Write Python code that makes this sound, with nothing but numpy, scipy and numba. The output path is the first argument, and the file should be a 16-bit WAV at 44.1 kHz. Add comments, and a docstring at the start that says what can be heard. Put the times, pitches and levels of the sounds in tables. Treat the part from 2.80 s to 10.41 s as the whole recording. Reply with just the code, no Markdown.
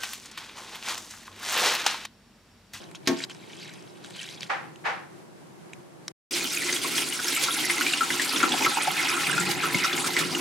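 """Water trickles and drips as a wire strainer skims beans soaking in a steel bowl. Its rim clanks once on the
bowl, and two dull slaps sound further off in the kitchen. After a short silence, tap water runs into the bowl in
the sink: fizz, gurgles and large bubbles, coloured by the sink's hollow, with the steel drumming below.
Bubbles, drops and ringing steel are fading sine waves; hiss, slaps, drumming and room air are shaped noise."""
import sys
import numpy as np
from scipy import signal
from scipy.fft import rfft, irfft, next_fast_len
from scipy.io import wavfile
from scipy.ndimage import uniform_filter1d
from numba import njit

SR = 44100
rng = np.random.default_rng(int(sys.argv[2]) if len(sys.argv) > 2 else 0)


def to_linear_factor(level_db):
    """Convert decibel levels (scalar or array-like) to linear amplitude factors."""
    exponent = np.asarray(level_db, float) / 20
    return 10 ** exponent


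def transcribe(u):
    """Save the signal u as a 16-bit wav file named by the first command-line argument.

    u: samples, shape (n,) or (channels, n), limited to [-1, 1]; the rate is SR.
    q: integer samples, one column per channel.
    """
    v = np.clip(np.atleast_2d(u).T, -1, 1)
    q = np.round(v * 32767).astype(np.int16)
    wavfile.write(sys.argv[1], SR, q)


N = 335406
TIME = np.arange(N) / SR  # seconds

# When the clank part ends, the skimming ends and the tap part begins [t/s]
CUTS = (.454, 3.320, 3.508)

# How hard the stream strikes the surface [t/s, fizz level/dB]
FLOW_LEVELS = [(3.51, -29.5), (4.03, -30), (4.18, -26), (4.28, -32), (4.42, -30.5), (4.55, -28.5),
               (5.1, -29), (5.28, -32), (5.42, -28.5), (5.62, -29.5), (5.86, -30.5), (6.0, -32), (6.3, -31),
               (6.7, -33), (6.98, -31.5), (7.18, -33.5), (7.33, -32.5), (7.61, -34)]
# Colour of the fizz and spray [f/Hz, gain/dB]
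FIZZ_COLOUR = [(880, -13), (1500, -8), (1810, -13), (2100, -3.5), (2690, -7.5), (2910, -5), (9370, -10),
               (14800, -21.5), (16000, -23)]
# Bright spurts of spray [t/s, level against the steady spray/dB]
SPRAY_SPURTS = [(4.155, 5), (4.53, 7), (4.641, 6.2), (5.42, 13), (5.901, 4.5), (6.716, 8.6), (7.275, 17.5),
                (7.391, 13)]
SPURT_S = 0.019  # time to rise or fall by 20 dB
# Colour of the gurgles [f/Hz, gain/dB]
GURGLE_COLOUR = [(400, -56), (600, -14), (800, -3.5), (1050, -4.5), (2000, -4), (3000, -8), (4500, -11)]
# Deeper water turns fizz into gurgle until the level settles; the start is set against the fizz
GURGLE_START_DB, GURGLE_GAIN_DB_PER_S, SETTLED_S = -13.5, 6, 6.06
# Clearest large bubbles and plunges under the stream [t/s, relative level/dB, f/Hz]
LARGE_BUBBLES = [(3.552, -24, 4360), (3.608, -20, 2430), (3.772, -18, 2500), (3.821, -17.5, 1970),
                 (3.89, -14.5, 2030), (3.927, -12, 6300), (3.963, -14.5, 3340), (4.046, -18.5, 1110),
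                 (4.18, -10.5, 3290), (4.391, -19, 1476), (4.445, -15.5, 6530), (4.483, -12.5, 5480),
                 (4.565, -14.5, 2250), (4.684, -13.5, 1350), (4.788, -16.5, 3200), (4.898, -9.5, 2106),
                 (5.01, -13.5, 1452), (5.065, -11.5, 2370), (5.135, -9.5, 2805), (5.208, -10.5, 1350),
                 (5.304, -13, 2040), (5.397, -11.5, 1890), (5.533, -15.5, 1266), (5.561, -12, 3490),
                 (5.603, -11, 2185), (5.63, -7, 1367), (5.72, -9, 3360), (5.739, -15, 844),
                 (5.81, -16, 900), (5.823, -14.5, 2540), (5.847, -10, 2120), (5.862, -8, 1302),
                 (5.971, -14.5, 890), (6.073, -11.5, 850), (6.194, -14.5, 2170), (6.339, -19.5, 1430),
                 (6.469, -13.5, 2410), (6.529, -14.5, 1590), (6.579, -11.5, 1397), (6.664, -16.5, 2500),
                 (6.835, -12, 1320), (6.945, -10, 2180), (6.989, -14.5, 3030), (7.044, -9, 1340),
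                 (7.062, -17, 2485), (7.13, -13, 3470), (7.177, -16.5, 2156), (7.243, -16, 1350),
                 (7.366, -7.5, 2037), (7.549, -14.5, 2860)]
# Resonances of the air in the sink [f/Hz, width/Hz, gain/dB]
SINK_HOLLOW = [(850, 35, -3), (1350, 100, 3.5), (2070, 71, 2), (2523, 114, 1.5), (2860, 87, -1.5)]
# Resonances of the steel under the stream [f/Hz, width/Hz, gain/dB]
STEEL = [(285, 80, 6.5), (349, 13, 10), (425, 50, -5)]
# The steel drums harder as the bowl grows heavy
DRUM_START_DB, DRUM_GAIN_DB_PER_S = -41.5, 1.13
THRUM_START_DB, THRUM_GAIN_DB_PER_S = -56, 1.4
# Swells of the drumming [loudest t/s, level/dB, 20 dB rise/s, 20 dB fall/s]
DRUMMING_SWELLS = [(5.03, -35, 0.27, 0.17), (5.73, -31.5, 0.52, 0.24), (6.95, -31, 0.092, 0.085)]
# Swells of the low thrum [loudest t/s, level/dB, 20 dB rise/s, 20 dB fall/s]
LOW_THRUM_SWELLS = [(5.73, -48, 0.4, 0.31), (6.11, -39, 0.058, 0.15), (6.57, -36, 0.29, 0.81),
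                    (6.95, -35.5, .1, 0.1), (7.52, -42.5, 0.81, 0.099)]
SMACK_DB, SMACK_T60_S = -15.5, 0.066  # a plunge's opening smack: level against its table row, 60 dB decay
KNOCK, KNOCK_T60_S = 2.1, 0.078  # a plunge's shove on the steel: extra drive at 0 dB, 60 dB decay

# Water running off the strainer as it tips or lifts [loudest t/s, level/dB, 20 dB rise/s, 20 dB fall/s]
STRAINER_RUNS = [(0, -47.5, 0.011, 0.11), (.155, -42.5, 0.0089, 0.018), (.257, -43, 0.0023, 0.16),
                 (.39, -41.5, 0.092, 0.062), (.45, -34.5, 0.16, .004), (.502, -45, 0.01, 0.16),
                 (.82, -43, 0.3, 0.33), (1.43, -42.5, 0.28, 0.28), (1.53, -45, 0.22, 0.084),
                 (1.625, -41, 0.072, 0.086)]
LAST_DREGS_DB = -70.5  # steady base under the runs
# Colour of the trickle [f/Hz, gain/dB]
TRICKLE_COLOUR = [(350, -51), (652, -16), (944, -19), (1570, -7), (3250, -4), (9760, -18), (14100, -28.5),
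                  (16000, -42)]
# Single drops and ticks off the mesh [t/s, relative level/dB, f/Hz]
SINGLE_DRIPS = [(0.019, -33, 2800), (0.1135, -29.5, 8400), (0.1486, -22.5, 2480), (0.408, -24, 5960),
                (0.4973, -22, 3060), (0.5145, -25, 2700), (0.548, -28, 5350), (0.6993, -32, 2000),
                (0.857, -34, 2060), (0.8918, -28, 2030), (1.024, -35, 5300), (1.246, -24, 3350),
                (1.307, -26, 7800), (1.3623, -31, 3880), (1.608, -19, 4800), (1.631, -14.5, 3280),
                (1.677, -36, 6960), (1.959, -30, 2760), (2.9332, -22, 2320), (3.2805, -11.5, 5900)]

CLANK_S, CLANK_DB = .2735, -12.5  # moment, and level before each layer's trim
# Ringing modes of the bowl [f/Hz, relative level/dB, 60 dB ring time/s]
BOWL_MODES = [(242, -5, 0.26), (285.4, -1.5, 0.2), (363, -7, 0.41), (435, -6.5, 0.31), (654, -7, 0.37),
              (903, -11.5, 0.44), (1097, -6.5, 0.23), (1810, -5, 0.18), (1592, -5, .15), (3380, -11, 0.25),
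              (4740, 7.5, 0.018)]
# Colour of the clank's crack [f/Hz, gain/dB]
CRACK_COLOUR = [(100, -49.5), (170, -17), (354, -9.5), (578, -35.5), (1760, -17.5), (2810, -17),
                (6510, -16.5), (7770, -28.5), (14800, -35), (16000, -50)]

# Far slaps [t/s, level/dB, rise/s, hold/s]
FAR_SLAPS = [(1.692, -26.5, 0.0082, 0.015), (2.034, -25.5, 0.026, 0.014)]
# Colour of the slaps [f/Hz, gain/dB]
SLAP_COLOUR = [(300, -37.5), (499, -11), (690, -14), (781, 0.5), (870, -6), (1910, -7.5), (3330, -21.5),
               (5900, -31.5), (12000, -53), (15600, -78)]
ROOM_T60_S = 0.45  # time the kitchen takes to fade by 60 dB

# Colour of the kitchen air [f/Hz, gain/dB]
AIR_COLOUR = [(30, -21.5), (64, -25), (157, 2), (259, -8.5), (355, -0.5), (437, -9.5), (889, -12.5),
              (1280, -18), (1910, -21.5), (3310, -28.5), (9970, -31.5), (14800, -43.5), (16000, -55)]
AIR_DB = -49.5  # before it swells


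def tap():
    """The stream drags air under: fizz on top, gurgles in the sink's hollow, steel drumming below."""
    surge = to_linear_factor(0.73 * walk(30))
    large = large_bubbles()
    in_hollow = to_linear_factor(-7.5) * resonate(large, SINK_HOLLOW)
    water = fizz(surge) + gurgles(surge) + large + in_hollow + smacks()
    drum, thrum = steel_drumming()
    # the stream falls a little right, the steel sounds from the left
    placed = water * to_linear_factor([[-.4], [.4]]) + drum * to_linear_factor([[1.5], [-1.5]]) + thrum
    return above(placed, 74)


def flow_db():
    """Level of the fizz over time, following how hard the stream strikes."""
    t, db = np.transpose(FLOW_LEVELS)
    return np.interp(TIME, t, db)


def fizz(surge):
    """Clouds of small bubbles hiss together with the spray, rising and falling with the stream."""
    bubbles = swarm(320, count=10, last_s=.01, lo_hz=1802, hi_hz=14060, cycles=31.0, spread_db=3.5, wide=0.23)
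    mixed = level(bubbles, 0) + spray()
    return level(colour(mixed, FIZZ_COLOUR), 0) * to_linear_factor(flow_db()) * surge


def spray():
    """Spatter is unsteady broad noise in short spurts, with fine droplets ticking as tiny rings."""
    side = colour(rng.standard_normal(N), [(3000, -9.5), (8000, -9), (14000, -5.0)])
    spatter = spread(rng.standard_normal(N), side) * to_linear_factor(2.0 * walk(45))
    spurts = [(t, db, SPURT_S, SPURT_S) for t, db in SPRAY_SPURTS]
    spatter = level(spatter, 0.36) * swells(spurts, 0)
    droplets = swarm(500, count=2, last_s=.002, lo_hz=1500, hi_hz=12000, cycles=1.5, spread_db=2.5, wide=0.4)
    return spatter + level(droplets, -6.5)


def gurgles(surge):
    """Clouds of deeper bubbles sound directly and through the resonant air of the sink."""
    bubbles = swarm(330, count=7, last_s=.018, lo_hz=445.0, hi_hz=4523, cycles=12.6, spread_db=3.0, wide=0.45)
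    bubbles = colour(bubbles, GURGLE_COLOUR)
    deepening_s = np.minimum(TIME, SETTLED_S) - CUTS[2]
    db = flow_db() + GURGLE_START_DB + GURGLE_GAIN_DB_PER_S * deepening_s
    mixed = 0.74 * bubbles + resonate(bubbles, SINK_HOLLOW)
    return level(mixed, -0.93) * to_linear_factor(db) * surge


def large_bubbles():
    """Each plunge makes one large ringing bubble and a cloud of smaller ones, sliding down in pitch."""
    t, db, hz = np.transpose(LARGE_BUBBLES)
    start = ((t - .001) * SR).astype(np.int64)
    single = grains(start, hz, 0.024 + 50 / hz, to_linear_factor(db - 6.5), 0.986 + 0 * t, 0 * t, 2.2, N)
    return single + clouds(t, hz, to_linear_factor(db - 12), count=6, last_s=0.0066, wide=0.56, cycles=8.3, glide=0.88)


def smacks():
    """A sudden, fast-dying spurt of broad noise where each plunge breaks the surface."""
    t, db, _ = np.transpose(LARGE_BUBBLES)
    noise = spread(rng.standard_normal(N), 0.22 * rng.standard_normal(N))
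    tone = [(500, -18), (1500, 3.0), (4000, 0.5), (8000, -10.0), (16000, -26.0)]
    return level(colour(noise, tone), 0) * kicks(t, db + SMACK_DB, SMACK_T60_S)


def steel_drumming():
    """The stream's uneven push and each plunge's shove drive the steel's resonances and a low thrum."""
    t, db, _ = np.transpose(LARGE_BUBBLES)
    push = spread(rng.standard_normal(N), 0.091 * rng.standard_normal(N)) * to_linear_factor(1.74 * walk(24))
    push = push * (0.5 + KNOCK * kicks(t, db, KNOCK_T60_S))
    running = TIME - CUTS[2]
    drum = level(resonate(resonate(push, [(294, 140, 0)]), STEEL), 0)
    drum = drum * swells(DRUMMING_SWELLS, DRUM_START_DB + DRUM_GAIN_DB_PER_S * running)
    thrum = level(resonate(resonate(push, [(173, 69, 0)]), [(145, 110, 0)]), 0)
    thrum = thrum * swells(LOW_THRUM_SWELLS, THRUM_START_DB + THRUM_GAIN_DB_PER_S * running)
    return drum, thrum


def trickle():
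    """Tiny bubbles, a thin hiss and droplets drain through the mesh in runs."""
    bubbles = swarm(450, count=7, last_s=.018, lo_hz=900, hi_hz=11770, cycles=18, spread_db=3.0, wide=0.16)
    hiss = spread(rng.standard_normal(N), 0.17 * rng.standard_normal(N))
    mixed = level(bubbles, 0) + level(hiss, -2.5) + level(ticks(), -3.0)
    flow = swells(STRAINER_RUNS, LAST_DREGS_DB) * to_linear_factor(1.2 * walk(40.0))
    return level(colour(mixed, TRICKLE_COLOUR), 0) * flow


def ticks():
    """Fine droplets tick off the mesh as very short rings, a few much larger."""
    return swarm(130, count=3, last_s=0.002, lo_hz=1800, hi_hz=9000, cycles=2.5, spread_db=3.0, wide=0.24)


def drips():
    """Each drop is a short ring with a spatter of seven weaker ones."""
    t, db, hz = (np.repeat(c, 8) for c in np.transpose(SINGLE_DRIPS))
    u = rng.random((len(t), 3)).T
    first = np.arange(len(t)) % 8 == 0
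    pitch = np.where(first, hz, 1200 * 7.8 ** u[0])
    size = to_linear_factor(db + np.where(first, -5, -6 - 9 * u[0]))
    late = np.where(first, 0, 0.003 * u[1] ** 2)
    start = ((t + late) * SR).astype(np.int64)
    ring_s = np.where(first, 18 / hz, .003)
    pan = 0.37 * (u[2] - .5)
    return grains(start, pitch, ring_s, size, 1.04 + 0 * t, pan, 0.44, N)


def clank():
    """The rim strikes the water-damped bowl: a crack, ringing modes and a slower boom of the sink."""
    hz, db, t60 = np.transpose(BOWL_MODES)
    start = np.full(len(hz), int(CLANK_S * SR))
    ring = grains(start, hz, t60, to_linear_factor(db + CLANK_DB - 12.0), 1 + 0 * hz, 0 * hz, 0.26, N)
    crack = to_linear_factor(CLANK_DB - 7.0) * burst(CLANK_S, 0.00035, 0.0033, 0.072, CRACK_COLOUR)
    thud = burst(CLANK_S, 0.011, 0.036, 0.12, [(100, -10.5), (600, -15.0), (900, -12.5)])
    boom = to_linear_factor(CLANK_DB - 0.5) * resonate(thud, STEEL)
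    return ring + spread(crack[0] + boom[0], 0.25 * crack[1] + 0.17 * boom[1])


def slaps():
    """Far away, so each slap is noise that dies as slowly as the room's tail."""
    far = sum(to_linear_factor(db) * burst(t, rise, hold, ROOM_T60_S, SLAP_COLOUR) for t, db, rise, hold in FAR_SLAPS)
    dull = signal.lfilter([.25], [1, -.75], far)
    # the walls take the treble first
    bright = sum((TIME >= t) * 1000. ** (-np.maximum(TIME - t, 0) / 1.9) for t, *_ in FAR_SLAPS)
    mid, side = dull + (far - dull) * np.minimum(bright, 1)
    return spread(mid, .7 * side)


def kitchen():
    """Diffuse room rumble and hiss, unlike in the two ears, swelling a little."""
    air = level(colour(rng.standard_normal((2, N)), AIR_COLOUR), AIR_DB)
    return spread(air[0], 1.05 * air[1]) * to_linear_factor(.7 * walk(9))


def room(x, t60, wet_db):
    """Echoes add a decaying noise tail, different in each ear, duller as it fades."""
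    t = np.arange(int(.6 * SR)) / SR
    tail = rng.standard_normal((2, len(t)))
    dull = signal.lfilter([.3], [1, -.7], tail)
    tail = dull + 0.24 * (tail - dull) * 1000. ** (-.5 * t / t60)
    tail = tail * 1000. ** (-t / t60) * np.minimum(t / 0.00083, 1)
    tail = tail / np.sqrt(np.sum(tail ** 2, axis=1)[:, None])
    return x + to_linear_factor(wet_db) * signal.oaconvolve(x, tail, axes=1)[:, :N]


@njit
def grains(start, hz, t60, size, glide, pan, rise, n):
    """Damped sines swell over rise cycles; over t60 they fall 60 dB and their pitch scales by glide."""
    out = np.zeros((2, n))
    for k in range(len(start)):
        length = int(t60[k] * SR) + 2
        fall, slide = 1000. ** (-1 / length), glide[k] ** (1 / length)
        a, w, p = size[k], 2 * np.pi * hz[k] / SR, 0.  # size, phase step, phase
        for i in range(start[k], min(start[k] + length, n)):
            p, w, a = p + w, min(w * slide, 2.8), a * fall
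            v = a * np.sin(p) * min(p / (2 * np.pi * rise), 1.)
            out[0, i] += v * (1 + pan[k])
            out[1, i] += v * (1 - pan[k])
    return out


def clouds(t, hz, size, count, last_s, wide, cycles, glide):
    """Each plunge of air breaks into a cloud of bubbles close in time, pitch and place."""
    u = rng.random((len(t) * count, 4)).T
    pan = wide * (2 * rng.random(len(t)) - 1)
    t, hz, size, pan = (np.repeat(c, count) for c in (t, hz, size, pan))
    late = -last_s * np.log(1 - u[0])
    hz = hz * 1.3 ** (u[1] - .5)
    start = ((t + late) * SR).astype(np.int64)
    ring_s = 3 * cycles * (.5 + u[2]) / hz
    return grains(start, hz, ring_s, size * (0.64 + u[3]), glide + 0 * hz, pan, 0.68, N)


def swarm(plunges, count, last_s, lo_hz, hi_hz, cycles, spread_db, wide):
    """Clouds (plunges a second) at random moments and pitches; a few larger; equal power per Hz."""
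    u = rng.random((int(plunges * N / SR), 3)).T
    hz = lo_hz * (hi_hz / lo_hz) ** u[1]
    size = to_linear_factor(-spread_db * np.log(1 - .99 * u[2])) * hz / hi_hz
    return clouds(u[0] * N / SR, hz, size, count, last_s, wide, cycles, 1.346)


def burst(s, rise, hold, t60, tone):
    """Coloured noise that rises, holds and dies away."""
    t = TIME - s
    shape = np.clip(t / rise, 0, 1) ** 2 * 1000. ** (-np.maximum(t - rise - hold, 0) / t60)
    return level(colour(rng.standard_normal((2, N)), tone), 0) * shape


def kicks(s, db, t60):
    """An envelope that jumps at each moment and dies away."""
    jumps = np.zeros(N)
    np.add.at(jumps, (s * SR).astype(np.int64), to_linear_factor(db))
    return signal.lfilter([1], [1, -1000. ** (-1 / (t60 * SR))], jumps)


def swells(rows, base_db):
    """Gain of a base plus swells that gain 20 dB over their rise and lose 20 dB over their fall."""
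    power = to_linear_factor(base_db) ** 2
    for s, db, rise, fall in rows:
        away = np.where(TIME < s, (s - TIME) / rise, (TIME - s) / fall)
        power = power + to_linear_factor(db - 20 * away) ** 2
    return np.sqrt(power)


def walk(rate):
    """Random levels held 1 / rate s and slewed; spread near 1."""
    k = int(SR / rate)
    held = np.repeat(rng.standard_normal(N // k + 1), k)
    return 1.7 * uniform_filter1d(held, k)[:N]


def resonate(x, peaks):
    """Resonances as a sum of band-passes at (f/Hz, width/Hz, gain/dB)."""
    return sum(to_linear_factor(db) * signal.lfilter(*signal.iirpeak(hz, hz / width, SR), x) for hz, width, db in peaks)


def colour(x, tone):
    """Shape the spectrum by (f/Hz, gain/dB) points."""
    n = next_fast_len(x.shape[-1])
    hz, db = np.transpose(tone)
    bins_hz = np.arange(n // 2 + 1) * SR / n
    gain = to_linear_factor(np.interp(np.log(bins_hz + 1), np.log(hz), db))
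    return irfft(rfft(x, n) * gain, n)[..., :x.shape[-1]]


def above(x, hz):
    """High-pass: small things do not radiate deep bass."""
    return signal.sosfilt(signal.butter(2, hz, "high", fs=SR, output="sos"), x)


def level(x, db):
    """Scale to an rms level."""
    return x * to_linear_factor(db) / np.sqrt(np.mean(x ** 2))


def spread(mid, side):
    """Left and right from mid and side."""
    return np.array([mid + side, mid - side])


def scene():
    """The clank stops at the first cut, skimming at the second; after silence the tap starts at the third."""
    # each cut fades within a few ms
    first, early, late = (np.clip(d / 0.0035, 0, 1) for d in (CUTS[0] - TIME, CUTS[1] - TIME, TIME - CUTS[2]))
    skim = room(trickle() + drips(), 0.04, -13) + slaps()
    strike = room(above(clank(), 100), ROOM_T60_S, -12.5)
    filling = room(tap(), 0.18, -11.5)
    return first * strike + early * skim + late * filling + (early + late) * kitchen()


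def band_limit(x):
    """A steep low-pass at the top of the band."""
    return signal.sosfilt(signal.butter(12, 16630, fs=SR, output="sos"), x)


def record(dry):
    """The very top is cut, and the microphone drops the deep bass."""
    no_top = signal.sosfilt(signal.ellip(10, .5, 70, 15900, fs=SR, output="sos"), dry)
    mix = signal.sosfilt(signal.butter(2, 75, "high", fs=SR, output="sos"), no_top)
    return band_limit(mix)


dry = scene()
out = record(dry)
transcribe(out)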